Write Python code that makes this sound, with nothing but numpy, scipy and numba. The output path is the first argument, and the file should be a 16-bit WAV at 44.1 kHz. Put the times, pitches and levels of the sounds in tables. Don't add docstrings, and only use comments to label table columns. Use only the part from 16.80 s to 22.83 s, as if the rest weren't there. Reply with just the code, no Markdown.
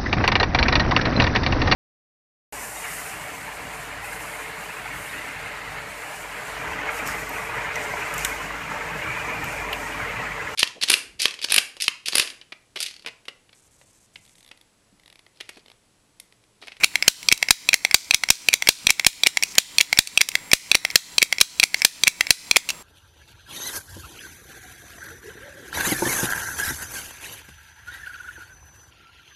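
import sys
import numpy as np
from scipy import signal
from scipy.fft import rfft, irfft
from scipy.io import wavfile
from scipy.ndimage import uniform_filter1d
from numba import njit

SR = 44100
rng = np.random.default_rng(int(sys.argv[2]) if len(sys.argv) > 2 else 0)


def put_to_file(sound):
    columns = np.atleast_2d(sound).T
    safe = np.clip(columns, -1, 1)
    whole_steps = np.round(safe * 32767)
    wavfile.write(sys.argv[1], SR, whole_steps.astype(np.int16))


N = 265746

# (frequency [Hz], level [dB])
AIR_SPECTRUM = [(30, 0), (100, -3), (300, -4), (500, -7.5), (1100, -5.5), (2000, -9), (5000, -11),
                (9000, -12), (11000, -8), (13000, -14.5), (15500, -13.5)]
# (pitch [Hz], level [dB])
HUM_TONES = [(172, -61.5), (288, -62), (975, -60), (7560, -50.5)]
# (frequency [Hz], fade time [s], level [dB]). A fade time, or t60, is a drop of 60 dB.
ECHO_BANDS = [(150, .4, -16), (700, .4, -11), (1400, .45, -3), (2200, .52, 3), (2800, .48, -1.5),
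              (4000, .48, 1), (6000, .46, 1.3), (9000, .42, 1.5), (15000, .33, 0)]
# (frequency [Hz], level [dB])
SWELL_SPECTRUM = [(60, -10), (250, -4), (500, 0), (850, -5), (1200, 1), (1700, -10), (4000, -28),
                  (15000, -45)]
# (start [s], length [s], level [dB])
NEEDLE_DRAGS = [(2.635, .115, -36.5), (4.955, .065, -35.5)]
# (frequency [Hz], level [dB])
RASP_SPECTRUM = [(1500, -25), (3500, -9), (5000, -2), (6200, 0), (8000, -8), (15000, -22)]
# (time [s], level [dB])
SIZZLE_LEVELS = [(.28, -33), (1.14, -19), (1.89, -24), (2.27, -34), (5.5, -34)]
# (frequency [Hz], level [dB])
CRACK_SPECTRUM = [(60, -15), (250, -10), (500, -14.5), (1000, -14.5), (1300, -16.5), (2100, -1), (3000, -3),
                  (5500, 0), (8000, -3), (11000, -4), (15500, -11)]
# (time [s], level [dB], pitch [Hz], brightness [dB])
PIN_RATTLES = [(.4294, -28, 2200, 0), (.5765, -23, 2790, 4.5), (2.33, -29, 2530, 2),
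               (2.6352, -7.4, 2510, 1.5), (2.753, -28, 2330, 6), (2.996, -23, 2730, 1),
               (3.273, -14.6, 2260, 8.5), (3.488, -12.4, 2290, 7.5), (3.5169, -28, 2190, -9),
               (4.1109, -28, 2380, 10), (4.6039, -16.5, 2420, 3), (5.076, -25, 2440, 7),
               (5.8898, -17.7, 2800, 1), (5.8949, -22, 2210, 0), (5.9032, -18.6, 2750, 1.5),
               (5.9069, -26, 2680, -12)]
# (pitch [Hz], fade time [s], then a level [dB] for each spot named below)
STEEL_TONES = [(760, .007, -17.5, -12, -22, -34, -24, -17), (1680, .007, -13.5, -3, -26, -20, -21, -15),
               (2660, .011, -10.5, -4, -14, -14, -4, -9), (3300, .012, -11, -2, -5, -13, -9, -14),
               (3990, .011, -13, 1.5, -3, -13, -5, -17), (4450, .012, -13, 1, -5, -14, -5, -11),
               (5350, .012, -13, -2, -12, -14, -7, -3), (5850, .012, -14, -1, -6, -15, -5, -14),
               (6950, .012, -20, -1, -18, -22, -8, -20), (8450, .012, -23, -6, -11, -25, -10, -24)]
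TRIGGER, HAMMER, RETURN_STOP, RAMP, CATCH, CATCH_EDGE = range(6)
# (rise [s], time touching [s], main tone's fade time [s], crack [dB], first tick [dB], echo share [dB])
PULL_HIT = (.0003, .0015, .009, -11, 7, 3.5)
CREEP_HIT = (.0003, .0009, .013, -11, 0, 6)
SNAP_HIT = (.0002, .0026, .011, 2.5, 24, -5.6)
KNOCK_HIT = (.0003, .0019, .009, -11, 6, 2.5)
SCRAPE_HIT = (.0005, .0006, .013, -14, -6, 2)
LATCH_HIT = (.0002, .0012, .011, -2, 19, .8)
RATTLE_HIT = (.0002, .0010, .016, -2, 8, 4)
# (latch time [s], knock lead [s], knock [dB], knock brightness [dB], scrape lead [s], scrape [dB])
TRIGGER_RELEASES = [(.0433, .045, -4, 0, .0069, -7.5), (.5244, .0381, -5, 2.5, .0086, -7.5),
                    (.9416, .0525, -5, -1, .01, -6), (1.3448, .0358, -3.5, -2.5, .0062, -15),
                    (1.7388, .0526, -2.5, -3, .0082, -9.5), (2.1043, .0355, -2.5, 0, .0086, -9.5),
                    (2.4697, .0348, -5, 3.5, .0061, -7.5), (3.0101, .0267, -2.5, 1, .0054, -9.5),
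                    (3.4137, .0386, -2, -3, .0052, -8), (3.9519, .0365, -2, -2, .0051, -7),
                    (4.427, .0453, -4, 2, .0081, -7), (4.8366, .0381, -5, 1, .0062, -5.5),
                    (5.2779, .0423, -5, 4, .0065, -5.5), (5.7667, .0548, -4.5, -1, .0065, -5.5)]
# (snap time [s], pull lead [s], pull [dB], creep lead [s], creep [dB], thud [dB])
TRIGGER_SQUEEZES = [(.2798, .1241, -9, .0548, -11.5, -35), (.7069, .0796, -6.5, .0208, -12.5, -7),
                    (1.1437, .0944, -5.5, .0324, -13.5, -13), (1.5031, .0669, -9, .0152, -13, -11),
                    (1.8881, .0654, -10.5, .0156, -12.5, -12), (2.2655, .0692, -9.5, .0188, -11, -11),
                    (2.7822, .2106, -7.5, .1567, -11, -22), (3.1883, .0601, -7, .0144, -15.5, -10),
                    (3.7326, .1791, -9.5, .0171, -14, -6), (4.1568, .1069, -9, .0543, -20.5, -35),
                    (4.6118, .0858, -7, .0283, -15.5, -10), (5.0484, .1045, -9.5, .0294, -11.5, -35),
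                    (5.5058, .0971, -7, .0373, -20.5, -28)]


def gain_of(db):
    return 10 ** (np.asarray(db) / 20)


def evened(x):
    return x / np.sqrt(np.mean(x ** 2) + 1e-20)


def evened_hit(x):
    return x / np.sqrt(np.mean(x[:220] ** 2))


def look_up(points, hz):
    known_hz, value = np.transpose(points)
    return np.interp(np.log(hz + 1), np.log(known_hz + 1), value)


def noise(spectrum, size):
    hz = np.fft.rfftfreq(size, 1 / SR)
    return evened(irfft(rfft(rng.standard_normal(size)) * gain_of(look_up(spectrum, hz)), size))


def wobble(size, smooth_samples):
    return evened(uniform_filter1d(rng.standard_normal(size), size=smooth_samples))


def add(mix, start_s, sound):
    part = mix[max(round(start_s * SR), 0):][:len(sound)]
    part += sound[:len(part)]


def background(air_db=-44.5, waver_hz=5):
    out = gain_of(air_db) * noise(AIR_SPECTRUM, N)
    for hz, db in HUM_TONES:
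        pitch = hz + waver_hz * wobble(N, 800)
        out += gain_of(db) * np.sqrt(2) * np.sin(2 * np.pi * np.cumsum(pitch) / SR)
    return out


def room_echo(x, first_s=.0095, early_t60=.085, build_s=.006, early_db=-27.5, tail_db=-30.5):
    t = np.arange(SR) / SR
    since = np.maximum(t - first_s, 0)
    table = np.array(ECHO_BANDS)
    hz, age, bands = signal.stft(rng.standard_normal(SR), SR, nperseg=256)
    band_db = look_up(table[:, [0, 2]], hz)[:, None]
    band_t60 = look_up(table[:, :2], hz)[:, None]
    bands *= gain_of(band_db - 60 * age / band_t60)
    tail = signal.istft(bands, SR, nperseg=256)[1][:SR] * (1 - np.exp(-since / build_s))
    bounces = rng.choice([-1., 1.], SR) * (rng.random(SR) < 2000 / SR)
    early = bounces * (since > 0) * gain_of(-60 * since / early_t60)
    echo = gain_of(tail_db) * evened(tail) + gain_of(early_db) * evened(early)
    return signal.fftconvolve(x, echo / np.sqrt(SR))[:N]


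def closing_swell(start_s=5.85, length_s=.2, db=-52.5):
    out, size = np.zeros(N), round(length_s * SR)
    add(out, start_s, gain_of(db) * noise(SWELL_SPECTRUM, size) * signal.windows.tukey(size, .5))
    return out


def hand_bump(start_s=2.047, db=-33, hz=210, t60=.04):
    age = np.maximum(np.arange(N) / SR - start_s, 0)
    return gain_of(db - 60 * age / t60) * np.sin(2 * np.pi * hz * age)


def needle_drags(grain_db=3):
    out = np.zeros(N)
    for start_s, length_s, db in NEEDLE_DRAGS:
        size = round(length_s * SR)
        grain = gain_of(grain_db * wobble(size, 150))
        rasp = evened(noise(RASP_SPECTRUM, size) * grain)
        add(out, start_s, gain_of(db) * rasp * signal.windows.tukey(size, .7))
    return out


def sliding(starts, ends, ring_hz, level_db, swell_db, swell_s,
            slips_per_s=2200, t60=.007, grit_db=-8, brisk_s=.115):
    t, force = np.arange(N) / SR, np.zeros(N)
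    for end, *_ in ends:
        recent = [start for start, *_ in starts if 0 < end - start < .2]
        begin = recent[-1] if recent else end - .04
        moving = (t > begin) & (t < end)
        pace = min(brisk_s * SR / moving.sum(), 1)
        swell = gain_of(swell_db) * np.exp((t[moving] - end) / swell_s)
        force[moving] = pace ** 2 * gain_of(level_db) + swell
    slips = rng.standard_normal(N) * rng.exponential(1, N) * (rng.random(N) < slips_per_s / SR)
    age = t[:1024]
    fade = gain_of(-60 * age / t60)
    ring = evened(np.sin(2 * np.pi * ring_hz * age) * fade)
    grit = evened(noise(CRACK_SPECTRUM, len(age)) * fade)
    return force * evened(signal.oaconvolve(slips, ring + gain_of(grit_db) * grit)[:N])


def thud_and_sizzle(thud_s=.0011, sizzle_t60=.3, grain_db=4):
    out, t = np.zeros(N), np.arange(SR // 2) / SR
    thud = t / thud_s * np.exp(1 - t / thud_s)
    for snap_s, *_, thud_db in TRIGGER_SQUEEZES:
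        start_db = np.interp(snap_s, *np.transpose(SIZZLE_LEVELS))
        sizzle_db = start_db + grain_db * wobble(len(t), 100) - 60 * t / sizzle_t60
        add(out, snap_s, gain_of(thud_db) * thud + gain_of(sizzle_db) * noise(RASP_SPECTRUM, len(t)))
    return out


def steel_hit(ring_hz, bright_db, kind, tones,
              crack_t60=.016, scatter_db=1.7, detune=.022, tick_hz=(2600, 8000)):
    rise_s, touch_s, ring_t60, crack_db, tick_db, _ = kind
    t = np.arange(2048) / SR
    since_parting = np.maximum(t - touch_s, 0)
    hz, t60, db = np.vstack([(ring_hz, ring_t60, 0), tones]).T[:, :, None]
    level_shift, pitch_shift = rng.standard_normal((2, len(hz), 1))
    side_tone = hz != ring_hz
    db = db + side_tone * scatter_db * level_shift + bright_db * (hz > 3000)
    cycles = hz * (1 + side_tone * detune * pitch_shift) * t + rng.random((len(hz), 1))
    waves = gain_of(db - 60 * since_parting / t60) * np.sin(2 * np.pi * cycles)
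    ring = evened_hit(waves.sum(0) * (1 - np.exp(-t / rise_s)))
    crack = evened_hit(noise(CRACK_SPECTRUM, len(t)) * gain_of(-60 * t / crack_t60))
    tick = signal.lfilter(*signal.butter(1, tick_hz, "bandpass", fs=SR), 1. * (t == 0))
    body = evened_hit(ring + gain_of(crack_db + bright_db / 2) * crack)
    return evened_hit(body + gain_of(tick_db) * tick / abs(tick).max())


def hits(rows, kind, spot):
    tones = np.array(STEEL_TONES)[:, [0, 1, 2 + spot]]
    out = np.zeros(N)
    for time_s, db, ring_hz, bright_db in rows:
        if time_s > 0:
            add(out, time_s, gain_of(db) * steel_hit(ring_hz, bright_db, kind, tones))
    return np.array([out, gain_of(kind[-1]) * out])


def hit_rows(times, db, ring_hz, bright_db=0, spread=.02):
    pitch = ring_hz * (1 + spread * rng.standard_normal(len(times)))
    return np.column_stack(np.broadcast_arrays(times, db, pitch, bright_db))


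def releases(latch_db=4.5):
    latch_s, knock_lead, knock_db, bright_db, scrape_lead, scrape_db = np.transpose(TRIGGER_RELEASES)
    return (hit_rows(latch_s - knock_lead, knock_db, ring_hz=2440, bright_db=bright_db),
            hit_rows(latch_s - scrape_lead, scrape_db, ring_hz=2350),
            hit_rows(latch_s, latch_db, ring_hz=2200))


def squeezes(snap_db=19.5):
    snap_s, pull_lead, pull_db, creep_lead, creep_db, _ = np.transpose(TRIGGER_SQUEEZES)
    return (hit_rows(snap_s - pull_lead, pull_db, ring_hz=2130),
            hit_rows(snap_s - creep_lead, creep_db, ring_hz=2230),
            hit_rows(snap_s, snap_db, ring_hz=2450))


def scene():
    pulls, creeps, snaps = squeezes()
    knocks, scrapes, latches = releases()
    direct, to_room = (hits(pulls, PULL_HIT, TRIGGER) + hits(creeps, CREEP_HIT, CATCH_EDGE)
                       + hits(snaps, SNAP_HIT, HAMMER) + hits(knocks, KNOCK_HIT, RETURN_STOP)
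                       + hits(scrapes, SCRAPE_HIT, RAMP) + hits(latches, LATCH_HIT, CATCH)
                       + hits(PIN_RATTLES, RATTLE_HIT, CATCH))
    slack_rub = sliding(latches, pulls, ring_hz=2050, level_db=-50, swell_db=-34, swell_s=.005)
    squeeze_rub = sliding(pulls, snaps, ring_hz=2050, level_db=-44, swell_db=-43, swell_s=.03)
    release_rub = sliding(knocks, scrapes, ring_hz=2330, level_db=-41, swell_db=-17, swell_s=.003)
    gun = direct + slack_rub + squeeze_rub + release_rub + thud_and_sizzle() + needle_drags()
    return (gun + hand_bump() + closing_swell() + room_echo(to_room) + background())[None]


@njit
def gain_control(over_db, attack_s=.0019, hold_s=.06, recovery_db_per_s=110):
    cut_db, now, wait = np.zeros(len(over_db)), 0., 0.
    for i in range(len(over_db)):
        if over_db[i] > now:
            now += (over_db[i] - now) / (attack_s * SR)
            wait = hold_s * SR
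        elif wait > 0:
            wait -= 1
        else:
            now = max(now - recovery_db_per_s / SR, 0.)
        cut_db[i] = now
    return cut_db


def record(dry, limit_db=-5.5, max_cut_db=17, lopsided=.03, dull_hz=13000, top_hz=15950):
    over_db = np.clip(20 * np.log10(abs(dry[0]) + 1e-9) - limit_db, 0, max_cut_db)
    turned_down = dry[0] / gain_of(gain_control(over_db))
    fine = signal.resample_poly(turned_down, 4, 1)
    ceiling = .89 + lopsided * np.sign(fine)
    flattened = fine / (1 + (fine / ceiling) ** 6) ** (1 / 6)
    clipped = signal.resample_poly(flattened, 1, 4)
    centred = signal.lfilter(*signal.butter(1, 20, "highpass", fs=SR), clipped)
    dulled = signal.lfilter(*signal.butter(1, dull_hz, fs=SR), centred)
    top_cut = signal.firwin(255, top_hz, window=("kaiser", 8), fs=SR)
    return signal.oaconvolve(dulled, top_cut, "same")[None]


dry = scene()
out = record(dry)
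put_to_file(out)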